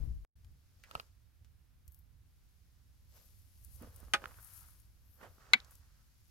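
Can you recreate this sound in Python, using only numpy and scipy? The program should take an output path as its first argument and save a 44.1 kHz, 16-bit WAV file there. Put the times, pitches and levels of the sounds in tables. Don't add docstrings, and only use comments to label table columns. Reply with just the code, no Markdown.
import sys
import numpy as np
from scipy.fft import rfft, irfft, next_fast_len
from scipy.io import wavfile
from scipy.ndimage import map_coordinates

SR = 44100
rng = np.random.default_rng(int(sys.argv[2]) if len(sys.argv) > 2 else 0)


def unload_audio(sound):
    columns = np.transpose(np.atleast_2d(sound))
    steps = np.round(np.clip(columns, -1, 1) * 32767)
    wavfile.write(sys.argv[1], SR, steps.astype(np.int16))


N = 277830

# frequency_hz, relative_level_db
SOLID_COLOUR = [(60, -25), (250, -6), (550, -6), (900, -7), (1400, 4.5), (2100, -6), (3500, -17),
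                (5500, -28), (16000, -42.5)]


def amp(db):
    return 10 ** (np.asarray(db) / 20)


def unit(x):
    return x / np.sqrt(np.mean(x ** 2) + 1e-20)


def along(points, hz):
    f, v = np.transpose(points)
    return np.interp(np.log(hz + 1), np.log(f + 1), v)


def wobble(rate):
    knots = rng.standard_normal(int(N * rate / SR) + 4)
    return map_coordinates(knots, [np.arange(N) * rate / SR])


def pan(db):
    gains = amp(np.array([np.atleast_1d(db), -np.atleast_1d(db)]) / 2)
    return gains / np.sqrt(np.mean(gains ** 2, axis=0))


def coloured(x, gain_db):
    m = 2 * next_fast_len(x.shape[-1] // 2 + 2048)
    gain = np.maximum(amp(gain_db(np.fft.rfftfreq(m, 1 / SR))), 1e-6)
    cepstrum = irfft(np.log(gain))
    cepstrum[1:m // 2] *= 2
    cepstrum[m // 2 + 1:] = 0
    response = np.exp(rfft(cepstrum))
    return irfft(rfft(x, m) * response)[..., :x.shape[-1]]


def pair(alike, size):
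    a = np.clip(alike, 0, 1)
    shared = np.sqrt(a) * rng.standard_normal(size)
    return shared + np.sqrt(1 - a) * rng.standard_normal((2, size))


def crunch(spectrum, rate, grain, alike):
    snaps = (rng.random(N) < rate / SR) * rng.standard_normal(N)
    snaps = snaps * amp(6.7 * rng.exponential(size=N).clip(0, 3))
    rubbing = pair(alike, N) + grain * unit(snaps)
    return unit(coloured(rubbing, lambda hz: along(spectrum, hz)))


def burst(gain_db, t60, blow, alike):
    t = np.arange(SR // 4) / SR
    x = pair(alike, len(t)) * amp(-60 * t / t60)
    x /= np.linalg.norm(x) / np.sqrt(2)
    x[:, 0] += blow
    return unit(coloured(x, gain_db)) * np.sqrt(.01 * SR / len(t))


def add(out, s, sound):
    room = out[:, round(s * SR):]
    room[:, :sound.shape[1]] += sound[:, :room.shape[1]]


def left_late(x, ms):
    n = np.arange(x.shape[1])
    return np.array([map_coordinates(x[0], [n - ms * SR / 1000]), x[1]])


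def stroke(s, hold, db, rise, release):
    t = np.arange(N) / SR - s
    return amp(db - 20 * np.maximum(-t / rise, 0) - 20 * np.maximum((t - hold) / release, 0))


def swells(rows):
    return np.sqrt(sum(stroke(s, 0, db, rise, release) ** 2 for s, db, rise, release in rows))


def soles():
    # peak_s, level_db, rise_s, release_s (per 20 dB),
    # slip_rasp_db, stirred_sand_db (both relative to level_db)
    presses = [(0.973, -60.5, .13, 0.082, -7, 3), (3.168, -70, .07, 0.13, -10, 9),
               (3.829, -57.5, 0.042, .09, -10, -5), (4.04, -66, 0.31, .18, -11.5, -12.5),
               (4.243, -56.5, .1, 0.094, -8, -4), (5.235, -51.5, 0.042, .065, -4.5, -10),
               (5.55, -66.5, .45, 0.21, -7, -2.5)]
    # start_s, length_s, level_db
    drags = [(0.887, 0.023, -71.5), (3.867, 0.37, -80.5), (4.276, .36, -70.5), (5.409, 0.22, -68),
             (5.8, 0.204, -81.5)]
    # peak_s, level_db, rise_s, release_s (per 20 dB)
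    pours = [(.97, -70, .1, 0.13), (3.25, -70.5, 0.19, .9), (3.77, -63, .38, 0.2), (3.98, -65, 0.14, .22),
             (4.56, -56, 0.46, 0.3), (5.3, -78.5, 0.73, .9), (5.73, -67.5, .06, 0.16),
             (6.28, -77.5, .3, .2)]
    # time_s, level_db
    rustle_curve = [(0, -74.5), (.3, -85.5), (.85, -80.5), (1.3, -89), (2.1, -90.5), (2.45, -81.5),
                    (4.5, -85), (4.9, -88.5), (5.7, -78.5), (6.3, -80)]
    # frequency_hz, relative_level_db
    gravel_colour = [(100, -13.5), (220, -1), (330, -7), (490, 2.5), (750, -4.5), (1150, -5), (1750, -9.5),
                     (2300, -18), (3100, -15), (4000, -26.5), (8000, -28), (16000, -32)]
    sole_colour = [(150, -20), (500, -13.5), (850, -5.5), (1300, 1), (1750, -3.5), (2400, -12.5),
                   (4000, -24), (8000, -45)]
    fines_colour = [(3000, -35), (6500, -13.5), (8000, -12), (9500, -4.5), (11300, -2), (12500, -1),
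                    (13800, -8), (16000, -13)]
    sand_colour = [(1500, -11.5), (2700, -5), (3700, -5), (5000, -1.5), (7000, -4), (9000, -10.5),
                   (12000, -35.5)]
    drag_attack_s, drag_release_s = 0.03, 0.2
    sand_drag_db, sand_grit_db = -6, -4
    sand_reference_db, sand_growth = -68.5, .55
    rustle_fines_db = -2.5

    weight = swells([(s, db, rise, release) for s, db, rise, release, _, _ in presses])
    slipping = swells([(s, db + rasp, rise, release) for s, db, rise, release, rasp, _ in presses])
    squeezed = swells([(s, db + sand, rise, release) for s, db, rise, release, _, sand in presses])
    strokes = [stroke(s, length, db, drag_attack_s, drag_release_s) for s, length, db in drags]
    dragging = np.max(strokes, axis=0)
    flow = swells(pours)
    rustle_s, rustle_db = np.transpose(rustle_curve)
    rustle = amp(np.interp(np.arange(N) / SR, rustle_s, rustle_db))

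    effort = squeezed + amp(sand_drag_db) * dragging + amp(sand_grit_db) * flow
    stirred = amp(-73.5) * (effort / amp(sand_reference_db)) ** sand_growth

    press = weight * amp(1.2 * wobble(90))
    press = press * crunch(gravel_colour, rate=950, grain=0.45, alike=.75)
    drag = np.hypot(dragging, slipping) * amp(1.5 * wobble(55))
    drag = drag * crunch(sole_colour, rate=600, grain=0.72, alike=.6) * pan(-2.5)
    fines = np.hypot(flow, amp(rustle_fines_db) * rustle) * amp(1.2 * wobble(40))
    fines = fines * crunch(fines_colour, rate=2500, grain=.7, alike=.3) * pan(2.2)
    sand = np.hypot(stirred, rustle)
    sand = sand * crunch(sand_colour, rate=610, grain=0.27, alike=0.18) * pan(-2)
    return press + drag + fines + sand


def stone(modes, rattle, ring_db, crack_db, rattle_db, rattle_t60, settle_db, settle_t60, attack):
    t = np.arange(SR // 4) / SR
    ring = np.zeros((2, len(t)))
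    for k, (hz, db, t60, side) in enumerate(modes):
        ring += (-1) ** k * pan(side) * amp(db - 60 * t / t60) * np.sin(2 * np.pi * hz * t)
    bright = lambda hz: along(rattle, hz) + 5 * np.log2(hz / 1000 + .3)
    dull = lambda hz: along(rattle, hz) - 5 * np.log2(hz / 1000 + 0.14)
    crack = amp(crack_db) * burst(bright, 0.0077, 0.068, .6)
    grit = amp(rattle_db) * burst(lambda hz: along(rattle, hz), rattle_t60, 0, .5)
    settle = amp(settle_db) * burst(dull, settle_t60, 0, 0.7)
    return (amp(ring_db) * ring + grit) * (1 - np.exp(-t / attack)) + crack + settle


def clacks():
    # pitch_hz, relative_level_db, t60_s, left_over_right_db
    block_modes = [(555, -48, 0.19, -0.5), (650, -42.5, .1, 1), (823, -38.5, 0.12, 0), (1246, -27, 0.08, 5),
                   (1493, -36.5, 0.1, 4.5), (1643, -34, 0.076, 3), (1827, -34, 0.054, 3.5),
                   (2353, -31, .05, 0.5), (2454, -29, 0.055, 1), (2680, -35.5, 0.026, 2),
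                   (3025, -30, .05, -1.5), (3434, -27, .05, 1.5), (3890, -33, 0.028, 4.5),
                   (4600, -38.5, .04, 0.5), (5920, -35.5, .035, 0), (6560, -22.5, 0.011, 7.5)]
    slab_modes = [(748, -39.5, 0.076, -4), (945, -27.5, 0.041, -6), (1205, -33, 0.033, 2.5),
                  (1497, -21, 0.039, 1), (1607, -21.5, .035, -2.5), (2039, -12, 0.037, 8.5),
                  (2200, -8.5, 0.032, 12), (2270, -14, 0.06, 4.5), (2770, -27, 0.017, -1.5),
                  (3385, -12.5, 0.0085, 7.5), (3950, -15.5, .022, 5.5), (4410, -23, 0.022, 7.5),
                  (5250, -35, .012, 1.5), (6980, -21, .012, 6.5)]
    # frequency_hz, relative_level_db
    block_colour = [(60, -19), (200, -10), (500, -11), (1000, -11.5), (1500, 5), (3000, 3), (5000, -5),
                    (6700, -12.5), (8000, -14.5), (10000, -12), (13000, -24), (16000, -38)]
    slab_colour = [(60, -33), (200, -20.5), (550, -20.5), (950, -8.5), (2200, 4), (4200, 0.5),
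                   (5800, -21.5), (7000, -13), (8200, -33.5), (10200, -21), (13000, -36.5), (16000, -50.5)]
    out = np.zeros((2, N))

    block = stone(block_modes, block_colour, ring_db=4.0, crack_db=-30.5, rattle_db=-26.5,
                  rattle_t60=0.066, settle_db=-41.5, settle_t60=0.14, attack=0.0022)
    add(out, 4.1359, left_late(block, ms=0.15))
    add(out, 4.1425, amp(-29.5) * burst(lambda hz: along(SOLID_COLOUR, hz), 0.061, 0.11, 0.49))

    slab = stone(slab_modes, slab_colour, ring_db=0.0, crack_db=-25.5, rattle_db=-25,
                 rattle_t60=0.025, settle_db=-39.5, settle_t60=0.16, attack=.0006)
    add(out, 5.5342, left_late(slab, ms=.22))
    add(out, 5.5408, amp(-31.5) * burst(lambda hz: along(slab_colour, hz), 0.03, .5, 1.0))
    return out


def knocks():
    # start_s, level_db, hollowness (0-1), brightness_db_per_octave
    knock_rows = [(.912, -50.5, .8, 3), (.9525, -36, 0.96, -1), (.977, -58, .9, -4.5),
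                  (.9985, -43.5, .9, 3), (3.813, -54.5, .2, -11.5), (3.834, -57, 0.6, -6),
                  (3.847, -57, 0.55, -7), (4.03, -58.5, .1, -9.5), (4.083, -62.5, .1, -6.5),
                  (4.221, -60.5, .1, -2.5), (4.241, -44.5, 0.07, -1), (4.257, -43.5, 0.03, 4),
                  (4.343, -65.5, 0, 2), (4.387, -62.5, 0, 0), (5.214, -59.5, .2, -3.5),
                  (5.383, -65, 0, -7.5)]
    # frequency_hz, relative_level_db
    hollow_colour = [(60, 2), (300, -9), (550, 1.5), (830, 3.5), (1080, -1), (1300, 11), (1600, -14),
                     (1950, -12), (2750, 0.5), (3400, -12.5), (4400, -7), (6000, -31), (8300, -33),
                     (9500, -26), (16000, -47)]
    out = np.zeros((2, N))
    for s, db, hollow, bright in knock_rows:
        h = np.clip(hollow, 0, 1)

        def colour(hz):
            tilt = bright * np.log2(np.clip(hz, 120, 6000) / 1000)
            return h * along(hollow_colour, hz) + (1 - h) * along(SOLID_COLOUR, hz) + tilt

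        knock = burst(colour, .014 + 0.016 * h, 1.6, 0.43)
        add(out, s, amp(db) * left_late(knock, ms=0.095 + 0.29 * h))
    return out


def pebbles():
    # start_s, level_db, pitch_hz, width_octaves, t60_s
    clicks = [(0.447, -70.5, 3000, 2.3, .024), (.838, -56.5, 1960, 0.51, 0.13),
              (0.8374, -63, 3930, 2, 0.029), (.912, -63, 9200, 0.47, 0.0087),
              (0.952, -57, 9800, 0.25, .009), (1.009, -65, 11500, .5, .01), (1.447, -71, 2940, 1.7, 0.073),
              (1.8795, -58, 12500, 0.83, 0.028), (1.921, -65, 12500, 0.61, .018),
              (1.9457, -62, 12000, 0.73, .015), (1.991, -66, 12600, .31, .03),
              (3.6478, -55.5, 11200, 0.53, .025), (3.823, -62, 11950, .54, .016),
              (3.962, -56.5, 11000, 0.66, .03), (4.003, -61, 11000, 0.55, .012),
              (4.4474, -55.5, 10700, .4, .012), (4.8, -65.5, 11000, .6, .023),
              (5.6022, -56.5, 4200, 0.34, .008), (5.647, -65, 6017, 0.73, 0.023),
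              (5.71, -60, 10950, .5, 0.076), (5.754, -62.5, 7970, .8, .017)]
    out = np.zeros((2, N))
    for s, db, pitch, width, t60 in clicks:
        band = lambda hz: -14 * np.log1p((np.log2((hz + 1) / pitch) / width) ** 2 / 2)
        add(out, s, amp(db) * burst(band, t60, 0.87, .6))
    return out


def thuds():
    # start_s, level_db, pitch_hz, t60_s
    landings = [(0.951, -50.5, 85, .08), (1.408, -52.5, 65, .12), (1.875, -48.5, 55, .12),
                (3.814, -51, 210, 0.21), (4.146, -52, 260, 0.079), (5.546, -48.5, 210.8, .09)]
    out = np.zeros((2, N))
    for s, db, pitch, t60 in landings:
        band = lambda hz: -22 * np.log1p(0.67 * np.log2((hz + 1) / pitch) ** 2)
        add(out, s, amp(db) * burst(band, t60, 0, 0.9))
    return out


def cloth():
    # peak_s, level_db, rise_s, release_s (per 20 dB)
    swishes = [(1.935, -68, 0.068, 0.12), (3.16, -69, .11, 0.32), (5.12, -70.5, 0.17, 0.5)]
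    band = [(4000, -45.5), (9500, -18.5), (11500, -9), (12600, -4), (13700, -11), (16000, -23)]
    brushing = crunch(band, rate=990, grain=.6, alike=.3)
    return swells(swishes) * amp(1.5 * wobble(50)) * brushing * pan(2)


def wind():
    # peak_s, level_db, rise_s, release_s (per 20 dB), pitch_ratio (to the rumble colour)
    gusts = [(0.029, -30.5, 0.73, .18, 0.88), (.5, -57, 0.5, 0.27, 1.13), (2.2, -64, 1.1, 0.32, 1.16),
             (3.9, -55.5, 1.36, 2, 1), (5.6, -63.5, 1.3, 0.99, 0.92)]
    # frequency_hz, relative_level_db
    rumble_colour = [(15, -14), (30, -12.5), (55, -1), (72, -1), (105, -7.5), (150, -21.5), (200, -27.5),
                     (400, -41), (900, -54.5), (4000, -70.5), (16000, -89.5)]
    air_colour = [(80, 9), (140, 21.5), (200, 11), (270, 10), (400, 2), (700, -0.5), (1500, 1), (2800, -3),
                  (5000, -4), (8000, -9), (12000, -4), (16000, -8)]
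    breeze_db = -64.5

    def eddies(pitch):
        shifted = [(hz * pitch, db) for hz, db in rumble_colour]
        return crunch(shifted, rate=40, grain=0.065, alike=0.55)

    flow = amp(breeze_db) * eddies(0.99)
    for s, db, rise, release, pitch in gusts:
        flow = flow + stroke(s, 0, db, rise, release) * eddies(pitch)
    lumps = unit(amp(1.1 * np.array([wobble(8), wobble(8)]) + 1.2 * wobble(9.8)))
    side_s, side_db = [.07, .12, .5, 1.4, 2.2, 3.3], [15, 3, -2.5, -5.0, -4, -3.5]
    side = pan(np.interp(np.arange(N) / SR, side_s, side_db))
    hiss = unit(coloured(pair(0.29, N), lambda hz: along(air_colour, hz)))
    return flow * lumps * side + amp(-75.5) * hiss * pan(-.8)


def scene():
    # frequency_hz, left_over_right_db
    port_balance = [(200, -5.5), (900, -4.5), (1600, -8.5), (2200, 0), (3200, 6.5), (4800, 0), (7000, 1.5),
                    (10500, 18.5), (13000, 13), (16000, 7.5)]
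    left, right = clacks() + thuds() + knocks() + pebbles() + soles() + cloth()
    port_db = lambda hz: 20 * np.log10(pan(along(port_balance, hz)))
    left = coloured(left, lambda hz: port_db(hz)[0])
    right = coloured(right, lambda hz: port_db(hz)[1])
    return np.array([left, right]) + wind()


def record(dry):
    cut_s, cut_db, cut_hz = .249, -64.5, 770
    top_hz = 15950
    cut = dry * np.interp(np.arange(N) / SR, [.249, .252, .354, .36], [1, .01, .01, 1])
    low_pass = lambda hz: -10 * np.log10(1 + (hz / cut_hz) ** 2)
    add(cut, cut_s, amp(cut_db) * burst(low_pass, .002, 3, .9))
    m = next_fast_len(N + SR // 4)
    passed = np.fft.rfftfreq(m, 1 / SR) < top_hz
    return irfft(rfft(cut, m) * passed, m)[:, :N]


dry = scene()
out = record(dry)
unload_audio(out)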